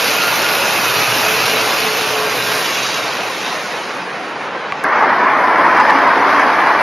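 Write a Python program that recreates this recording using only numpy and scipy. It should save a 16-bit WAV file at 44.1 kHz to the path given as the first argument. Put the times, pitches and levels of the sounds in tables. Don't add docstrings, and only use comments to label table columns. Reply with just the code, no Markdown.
import sys
import numpy as np
from scipy import signal
from scipy.fft import rfft, irfft, next_fast_len
from scipy.io import wavfile
from scipy.ndimage import uniform_filter1d, minimum_filter1d

SR = 44100
rng = np.random.default_rng(int(sys.argv[2]) if len(sys.argv) > 2 else 0)


def output_pcm(signal):
    pcm = np.clip(np.atleast_2d(signal).T, -1, 1) * 32767
    wavfile.write(sys.argv[1], SR, np.round(pcm).astype(np.int16))


def gain_from_db(level_db):
    decades = np.asarray(level_db, float) / 20
    return 10 ** decades


N = 300762

CHANGE_S = 4.8395
NOTCH_HZ, NOTCH_WIDTH_HZ = 8000, 780
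FRAME = 1024

# (frequency [Hz], left-right likeness [0-1], left minus right [dB])
PORTS_FAR = [(60, 0.9, 1.5), (152.6, .985, -0.2), (1210, .99, -0.1), (2360, 0.8, -1.62), (4000, .96, -1.04),
             (6950, .93, 0.72), (9000, 0.9, -12), (13300, 0.6, -3)]
# (frequency [Hz], lead [rad])
LEAD_FAR = [(0, 0), (2400, -.15), (3300, .1), (8000, 0), (8500, -1.1), (9300, -1.1), (10400, 1.4),
            (12700, 1.2), (13800, .6)]


def rms_one(x):
    return x / np.sqrt(np.mean(x ** 2) + 1e-20)


def in_time(rows):
    s, *columns = np.transpose(rows)
    return [np.interp(np.arange(N) / SR, s, c) for c in columns]


def at_hz(points, hz, column=1):
    points = np.array(points)
    return np.interp(np.log(hz + 1), np.log(points[:, 0] + 1), points[:, column])


def drift(rate_hz, size):
    r = np.exp(-80 * np.pi * rate_hz / SR)
    noise = rng.standard_normal(size // 40 + 2002)
    slow = signal.lfilter([1], [1, -2 * r, r * r], noise)[2000:]
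    return np.interp(np.arange(size) / 40, np.arange(len(slow)), rms_one(slow))


def firing_gate(hz, sharp, uneven_db):
    cylinder_db = [-1.5, -0.5, -2, 0.5, -4, -0.8]
    turns = np.cumsum(hz * (1 + 0.0096 * drift(4.7, N))) / SR
    shot = turns.astype(int)
    strength_db = np.array(cylinder_db)[shot % 6] + uneven_db * rng.standard_normal(2000)[shot]
    puff = gain_from_db(strength_db) * np.exp(-sharp * (turns - shot))
    return rms_one(uniform_filter1d(puff, size=60))


def roar(spectrum, low_hz, high_hz, span, ports, lead, patchy_db, band_db=None):
    length = span.stop - span.start
    size = next_fast_len(length)
    hz = np.arange(size // 2 + 1) * SR / size
    near, other = rfft(rng.standard_normal((2, size)))
    alike = np.clip(at_hz(ports, hz), 0, 1)
    lag = np.exp(-1j * np.interp(hz, *np.transpose(lead)))
    right = alike * lag * near + np.sqrt(1 - alike ** 2) * other
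    pan = gain_from_db(at_hz(ports, hz, column=2) / 2)

    off = ((hz - NOTCH_HZ) / NOTCH_WIDTH_HZ) ** 2
    notch = (off + 0.015) / (1 + off)
    colour = gain_from_db(at_hz(spectrum, hz)) * notch * (hz > low_hz) * (hz < high_hz)
    both = np.array([near * pan, right / pan]) * colour
    both /= np.sqrt(np.mean(irfft(both.mean(axis=0), size) ** 2))

    out = np.zeros((2, N))
    together = drift(14, size)
    third = 3 * np.log2(np.maximum(hz, 50) / 50)
    for k in range(int(third[hz > low_hz][0]), int(third[hz < high_hz][-1]) + 2):
        window = np.cos(np.pi / 2 * np.clip(third - k, -1, 1)) ** 2
        gain_db = (patchy_db * (0.7 * together + drift(11, size)))[:length]
        if band_db is not None:
            gain_db = gain_db + band_db(50 * 2 ** (k / 3))[span]
        out[:, span] += gain_from_db(gain_db) * irfft(both * window, size)[:, :length]
    return out


def tone(rows, wobble_db, blur_rad=.3, blur_hz=8):
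    hz, level_db = in_time(rows)
    t = np.arange(N) / SR
    fade = np.clip(np.minimum(t - rows[0][0], rows[-1][0] - t) / .05, 0, 1)
    phase = 2 * np.pi * np.cumsum(hz) / SR + blur_rad * drift(blur_hz, N)
    return np.sqrt(2) * fade * gain_from_db(level_db + wobble_db * drift(blur_hz, N)) * np.sin(phase)


def departing_bus(span):
    # (time [s], level [dB], air loss at 5 kHz [dB], hiss [dB])
    course = [(0.0, -19, -1.5, -30), (0.26, -18.5, -4.5, -32), (1.37, -18.5, -3, -31.5),
              (2.19, -21, -4, -36.5), (2.41, -22.5, -2.5, -35), (2.59, -22, -2, -34), (2.88, -25, 1, -38.5),
              (3.25, -24.5, -6, -43), (3.4, -30, 1.5, -42.5), (3.48, -25.5, -3.5, -44),
              (3.61, -28.5, -3, -44), (3.69, -35.5, 4, -47), (3.75, -26, -8.5, -47), (3.91, -36, 0, -51),
              (3.95, -29, -9, -49), (4.04, -35.5, -5.5, -54.5), (4.29, -37, -8, -55),
              (4.37, -37.5, -10, -62), (4.42, -30.5, -13, -56), (4.5, -36.5, -11.5, -62),
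              (4.52, -30.5, -17.5, -62), (4.68, -34, -18, -65)]
    # (frequency [Hz], density [dB/Hz])
    roar_shape = [(24, -72), (40, -56), (109, -14.5), (202, -12.5), (309, -7.5), (374, -10.5), (435, -4.5),
                  (561, -4), (1400, -4.5), (1970, -9), (2550, -5), (3360, -12.5), (3980, -12),
                  (6500, -16.5), (8450, -27.5), (14300, -120)]
    # (frequency [Hz], density [dB/Hz])
    hiss_shape = [(5290, -37), (9000, -6), (10100, -6), (11100, -1.5), (13500, -1)]
    # (time [s], frequency [Hz], level [dB])
    firing = [(0.0, 116.5, -48), (0.09, 115.1, -51.5), (0.55, 114.9, -42.5), (0.84, 116.5, -48.5),
              (0.97, 118.1, -37), (1.76, 124.4, -45.5), (2.55, 126.2, -40.5), (2.6, 125.8, -60),
              (2.9, 127.3, -44.5), (3.3, 122.1, -51.5)]
    level_db, loss_db, hiss_db = in_time(course)
    gate = firing_gate(in_time(firing)[0], sharp=0.99, uneven_db=1.44)

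    def dulled(hz):
        return (loss_db + 7) * np.clip(np.log2(hz / 900) / 2.57, 0, 1.3)

    def hiss_tilt(hz):
        return (hiss_db + 29.5) * 1.2 * np.log2(hz / 10000)

    body = roar(roar_shape[:-1], 20, NOTCH_HZ, span, PORTS_FAR, LEAD_FAR, .45, dulled)
    hiss = roar(hiss_shape[1:-1], NOTCH_HZ, 13750, span, PORTS_FAR, LEAD_FAR, .7, hiss_tilt)
    body = gain_from_db(level_db + 1.07) * (0.59 + .4 * gate) * body
    hiss = gain_from_db(hiss_db + 3) * (.7 + 0.35 * gate) * hiss
    return body + hiss + tone(firing, wobble_db=2.5)


def gear_whines():
    # (time [s], frequency [Hz], level [dB])
    whines = [
        [(0.9, 427, -36), (0.97, 434, -26), (1.0, 428.6, -40), (1.33, 434.9, -23), (1.43, 428.7, -32),
         (1.55, 438, -26.5), (2.02, 435.7, -27.5), (2.09, 434.4, -33), (2.14, 432.7, -22), (2.4, 426.5, -31.5),
         (2.55, 428.0, -24.5), (2.64, 432.7, -43), (2.95, 417, -34), (3.05, 440.1, -46)],
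        [(0.1, 1443, -39), (0.284, 1400, -22), (0.348, 1423, -34), (0.576, 1444, -23), (0.85, 1458, -44)],
        [(2.15, 1575, -33), (2.29, 1598, -28), (2.36, 1582, -50), (2.44, 1590, -29), (2.85, 1587, -39)],
        [(5.88, 5153, -66), (5.9, 5103, -44), (6.038, 5023, -44.5), (6.1, 5091, -62)],
        [(5.85, 262.0, -43), (5.98, 280.4, -21), (6.102, 267.7, -44), (6.342, 287.5, -26), (6.5, 268.5, -34)],
    ]
    return gain_from_db(-1.5) * sum(tone(rows, wobble_db=1.5, blur_rad=0.48) for rows in whines)


def squeals():
    # (time [s], frequency [Hz], level [dB])
    squeal_rows = [
        [(2.3, 3890, -33), (2.446, 3866, -35), (2.52, 3854, -29.5), (2.63, 3920, -32), (2.646, 3915, -28),
         (2.726, 3890, -37), (2.864, 3840, -27.5), (3.16, 3770, -40), (3.532, 3720, -31), (3.616, 3680, -39),
         (3.8, 3830, -43)],
        [(0.0, 2586, -26), (0.46, 2550, -26.5), (0.49, 2556, -28), (1.06, 2517, -24), (1.39, 2540, -23.5),
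         (1.71, 2536, -29), (1.91, 2572, -26), (1.95, 2550, -34), (2.29, 2515, -29), (2.32, 2500, -33),
         (2.6, 2505, -33)],
        [(0.6, 2806, -30.5), (1.2, 2806, -26), (1.27, 2807, -33), (1.41, 2805, -26), (1.65, 2810, -33),
         (1.78, 2810, -27), (2.21, 2780, -37), (2.27, 2790, -31), (2.33, 2810, -37), (2.79, 2810, -28),
         (3.0, 2780, -36)],
        [(0.0, 1407, -31), (0.304, 1410, -22), (0.35, 1410, -31), (0.616, 1410, -24), (0.786, 1404, -31),
         (0.836, 1408, -27), (0.972, 1398, -31.5), (1.688, 1410, -26.5), (1.8, 1397, -32)],
        [(5.7, 5040, -43), (5.824, 4950, -38), (6.052, 5020, -38), (6.126, 4890, -44), (6.138, 4895, -36),
         (6.15, 4890, -41)],
    ]
    mono = sum(tone(rows, wobble_db=2.0, blur_rad=1.4, blur_hz=40) for rows in squeal_rows)
    return mono * gain_from_db([[-7], [-4.5]])


def idling_bus(span):
    # (time [s], level [dB], 3-7 kHz rattle against it [dB], hiss [dB], bay resonance [Hz])
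    course = [(4.85, -12.5, -27, -62, 1071), (4.892, -12, -31, -59, 1054), (4.98, -12, -26, -65, 1030),
              (5.002, -12.5, -27, -56, 1018), (5.036, -10.5, -29, -61, 992.4),
              (5.172, -11.5, -28.5, -56, 1019), (5.184, -11, -28.5, -61, 1020),
              (5.386, -11.5, -29.5, -54.5, 1011), (5.876, -9.5, -26.5, -53, 973.3),
              (6.226, -11, -26, -53.5, 1029), (6.304, -10.5, -24, -50.5, 1090),
              (6.786, -11, -26, -52, 1090), (6.82, -10, -24, -44, 1120)]
    # (frequency [Hz], density [dB/Hz])
    knock_shape = [(24, -84), (40, -58), (109, -23), (147, -22.5), (278, -8), (399, -10.5), (1060, -1),
                   (1340, -5), (1700, -4.5), (2240, -11.5), (2660, -20.5), (3740, -29.5), (5030, -31),
                   (6500, -39), (8450, -69), (14300, -120)]
    # (frequency [Hz], density [dB/Hz])
    hiss_shape = [(5290, -34), (9000, -8), (9920, -4.5), (12000, -5), (15600, -38), (22000, -120)]
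    # (frequency [Hz], left-right likeness [0-1], left minus right [dB])
    ports_near = [(60, 0.87, .5), (200, .99, 0.36), (1300, .992, 0.67), (2900, .95, 0), (5000, 0.65, -0.53),
                  (8000, 0.49, .4), (12000, 0.47, 1)]
    # (frequency [Hz], lead [rad])
    lead_near = [(0, 0), (2400, -.06), (4400, .2), (5300, -.1), (8600, .2), (10500, 2.5), (12500, 3.1)]
    level_db, rattle_db, hiss_db, _ = in_time(course)
    gate = firing_gate(58.44, sharp=1.0, uneven_db=1.3)

    def rattling(hz):
        return (rattle_db + 27.5) * np.clip(np.log2(hz / 2000), 0, 1)

    body = roar(knock_shape[:-1], 20, NOTCH_HZ, span, ports_near, lead_near, .45, rattling)
    hiss = roar(hiss_shape[1:-1], NOTCH_HZ, 12900, span, ports_near, lead_near, .6)
    bay_rows = [(s, hz, -7.5) for s, *_, hz in course]
    bay = tone(bay_rows, wobble_db=3.0, blur_rad=1.8, blur_hz=70)
    knock = gain_from_db(level_db - 1.14) * (0.76 + .25 * gate) * (body + bay)
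    return knock + gain_from_db(hiss_db + 1.5) * (0.89 + .15 * gate) * hiss


def ticks():
    # (time [s], frequency [Hz], level [dB], t60 [s])
    hits = [
        (4.7226, 2200, -3.5, 0.0064),
        (5.9, 4000, -9, .003),
        (4.7242, 1150, -9.5, 0.029),
        (4.712, 40, -48, .1),
        (4.8432, 1577, -6, 0.04),
        (5.771, 5500, -24, .006),
        (5.776, 11000, -32, 0.0078),
        (5.802, 4500, -24, .012),
        (5.85, 3800, -22, .008),
    ]
    t = np.arange(N) / SR
    out = np.zeros(N)
    for s, hz, level_db, t60_s in hits:
        decay = gain_from_db(level_db - 60 * np.clip(t - s, 0, 1) / t60_s)
        out += decay * -np.sin(2 * np.pi * hz * (t - s)) * (t > s)
    return out


def change_tick():
    t = np.arange(N) / SR - CHANGE_S
    return gain_from_db(-9) * np.exp(-(t / .00005) ** 2) * np.cos(2 * np.pi * 9500 * t)


def traffic(span):
    # (frequency [Hz], density [dB/Hz])
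    hum_shape = [(24, -75), (40, -54), (124, -17), (147, -11.5), (359, -7), (505, -3.5), (638, -5),
                 (1060, -3), (1290, -6.5), (1890, -7.5), (2710, -14.5), (3900, -22), (6500, -30.5),
                 (8450, -39), (14300, -120)]
    return gain_from_db(-24) * roar(hum_shape[:-1], 20, NOTCH_HZ, span, PORTS_FAR, LEAD_FAR, 0.74)


def in_frames(x, grid, change):
    n = np.arange(2 * FRAME)
    window = np.sin(np.pi * (n + .5) / (2 * FRAME))
    cosines = np.cos(np.pi / FRAME * np.outer(n + .5 + FRAME / 2, n[:FRAME] + .5))
    basis = window[:, None] * cosines
    pair = np.array([x[0] + x[1], x[0] - x[1]]) / 2
    pair = np.pad(pair, [(0, 0), (2 * FRAME - grid, 3 * FRAME)])
    starts = np.arange(0, pair.shape[1] - 2 * FRAME, FRAME)
    count = len(starts)
    bands = (pair[:, starts[:, None] + n] @ basis / FRAME).reshape(2, count, -1, 16)
    level_db = 10 * np.log10(np.mean(bands ** 2, axis=3) + 1e-20)
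    centre_hz = (np.arange(FRAME // 16) + .5) * 8 * SR / FRAME
    frames = 2 * change(bands, level_db, centre_hz).reshape(2, count, -1) @ basis.T
    out = np.zeros_like(pair)
    for half in (0, FRAME):
        out[:, half:half + count * FRAME] += frames[:, :, half:half + FRAME].reshape(2, -1)
    mid, side = out[:, 2 * FRAME - grid:][:, :N]
    return np.array([mid + side, mid - side])


def echo_flecks(bands, level_db, hz):
    # (frequency [Hz], step [dB])
    step_db = [(100, -8), (1000, 0), (4000, 2.5), (12000, 1)]
    # (frequency [Hz], depth [dB])
    fleck_db = [(100, 1.0), (1000, 1.8), (2500, 2.2), (4000, 2.9), (14000, 3.1)]
    patches = rng.standard_normal((bands.shape[1], FRAME))
    patches = uniform_filter1d(patches, size=2, axis=0)
    patches = uniform_filter1d(patches, size=4, axis=1)
    patches = rms_one(patches).reshape(bands.shape[1:]) - 0.32
    floor_db = minimum_filter1d(level_db, size=3, axis=1)
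    step = gain_from_db(floor_db + at_hz(step_db, hz))[..., None]
    return step * np.round(bands * gain_from_db(at_hz(fleck_db, hz)[:, None] * patches) / step)


def masked_bands(bands, level_db, hz):
    band_edges_hz = np.append(np.arange(0, 3000, 375), np.arange(3000, 22000, 750))
    # (frequency [Hz], level [dB])
    quiet_db = [(7000, -99), (10900, -99), (11600, -87), (12400, -76), (13100, -66), (13900, -45)]
    # (frequency [Hz], side over mid [dB])
    side_mask_db = [(100, -23.5), (1000, -22), (2500, -22), (4000, -15), (7000, -13), (9000, -25)]
    lines = bands.reshape(2, -1, FRAME)
    edges = np.round(band_edges_hz * 2 * FRAME / SR).astype(int)
    widths = np.diff(edges, append=FRAME)
    power = np.add.reduceat(lines ** 2, edges, axis=2) / widths + 1e-20
    level_db = 10 * np.log10(power)
    hz = (edges + widths / 2) * SR / FRAME / 2
    short_db = 3.0 * rng.standard_normal((lines.shape[1], 1))
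    around_db = 10 * np.log10(uniform_filter1d(power[0], size=7, axis=1))
    around_db = around_db - 99 * (hz < 6000)
    heard = level_db > at_hz(quiet_db, hz) + short_db / 2
    heard &= level_db > around_db - 16.5 + short_db / 2
    heard[1] &= level_db[1] > level_db[0] + at_hz(side_mask_db, hz) + short_db
    return (lines * np.repeat(heard, widths, axis=2)).reshape(bands.shape)


def scene():
    cut = round(CHANGE_S * SR)
    before, after = slice(0, cut), slice(cut, N)
    station = departing_bus(before) + squeals() + idling_bus(after) + traffic(before)
    gain = gain_from_db(12 * (np.arange(N) >= cut))
    flecked = gain * in_frames(station / gain, 600, echo_flecks)
    return flecked + gear_whines() + ticks() + change_tick()


def band_limit(x):
    return signal.sosfilt(signal.butter(12, 14190, fs=SR, output="sos"), x)


def record(dry):
    full_scale = .97
    cut = signal.sosfilt(signal.butter(2, 75, "high", fs=SR, output="sos"), dry)
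    clipped = np.clip(cut, -full_scale, full_scale) / full_scale
    return band_limit(in_frames(clipped, 145, masked_bands))


dry = scene()
out = record(dry)
output_pcm(out)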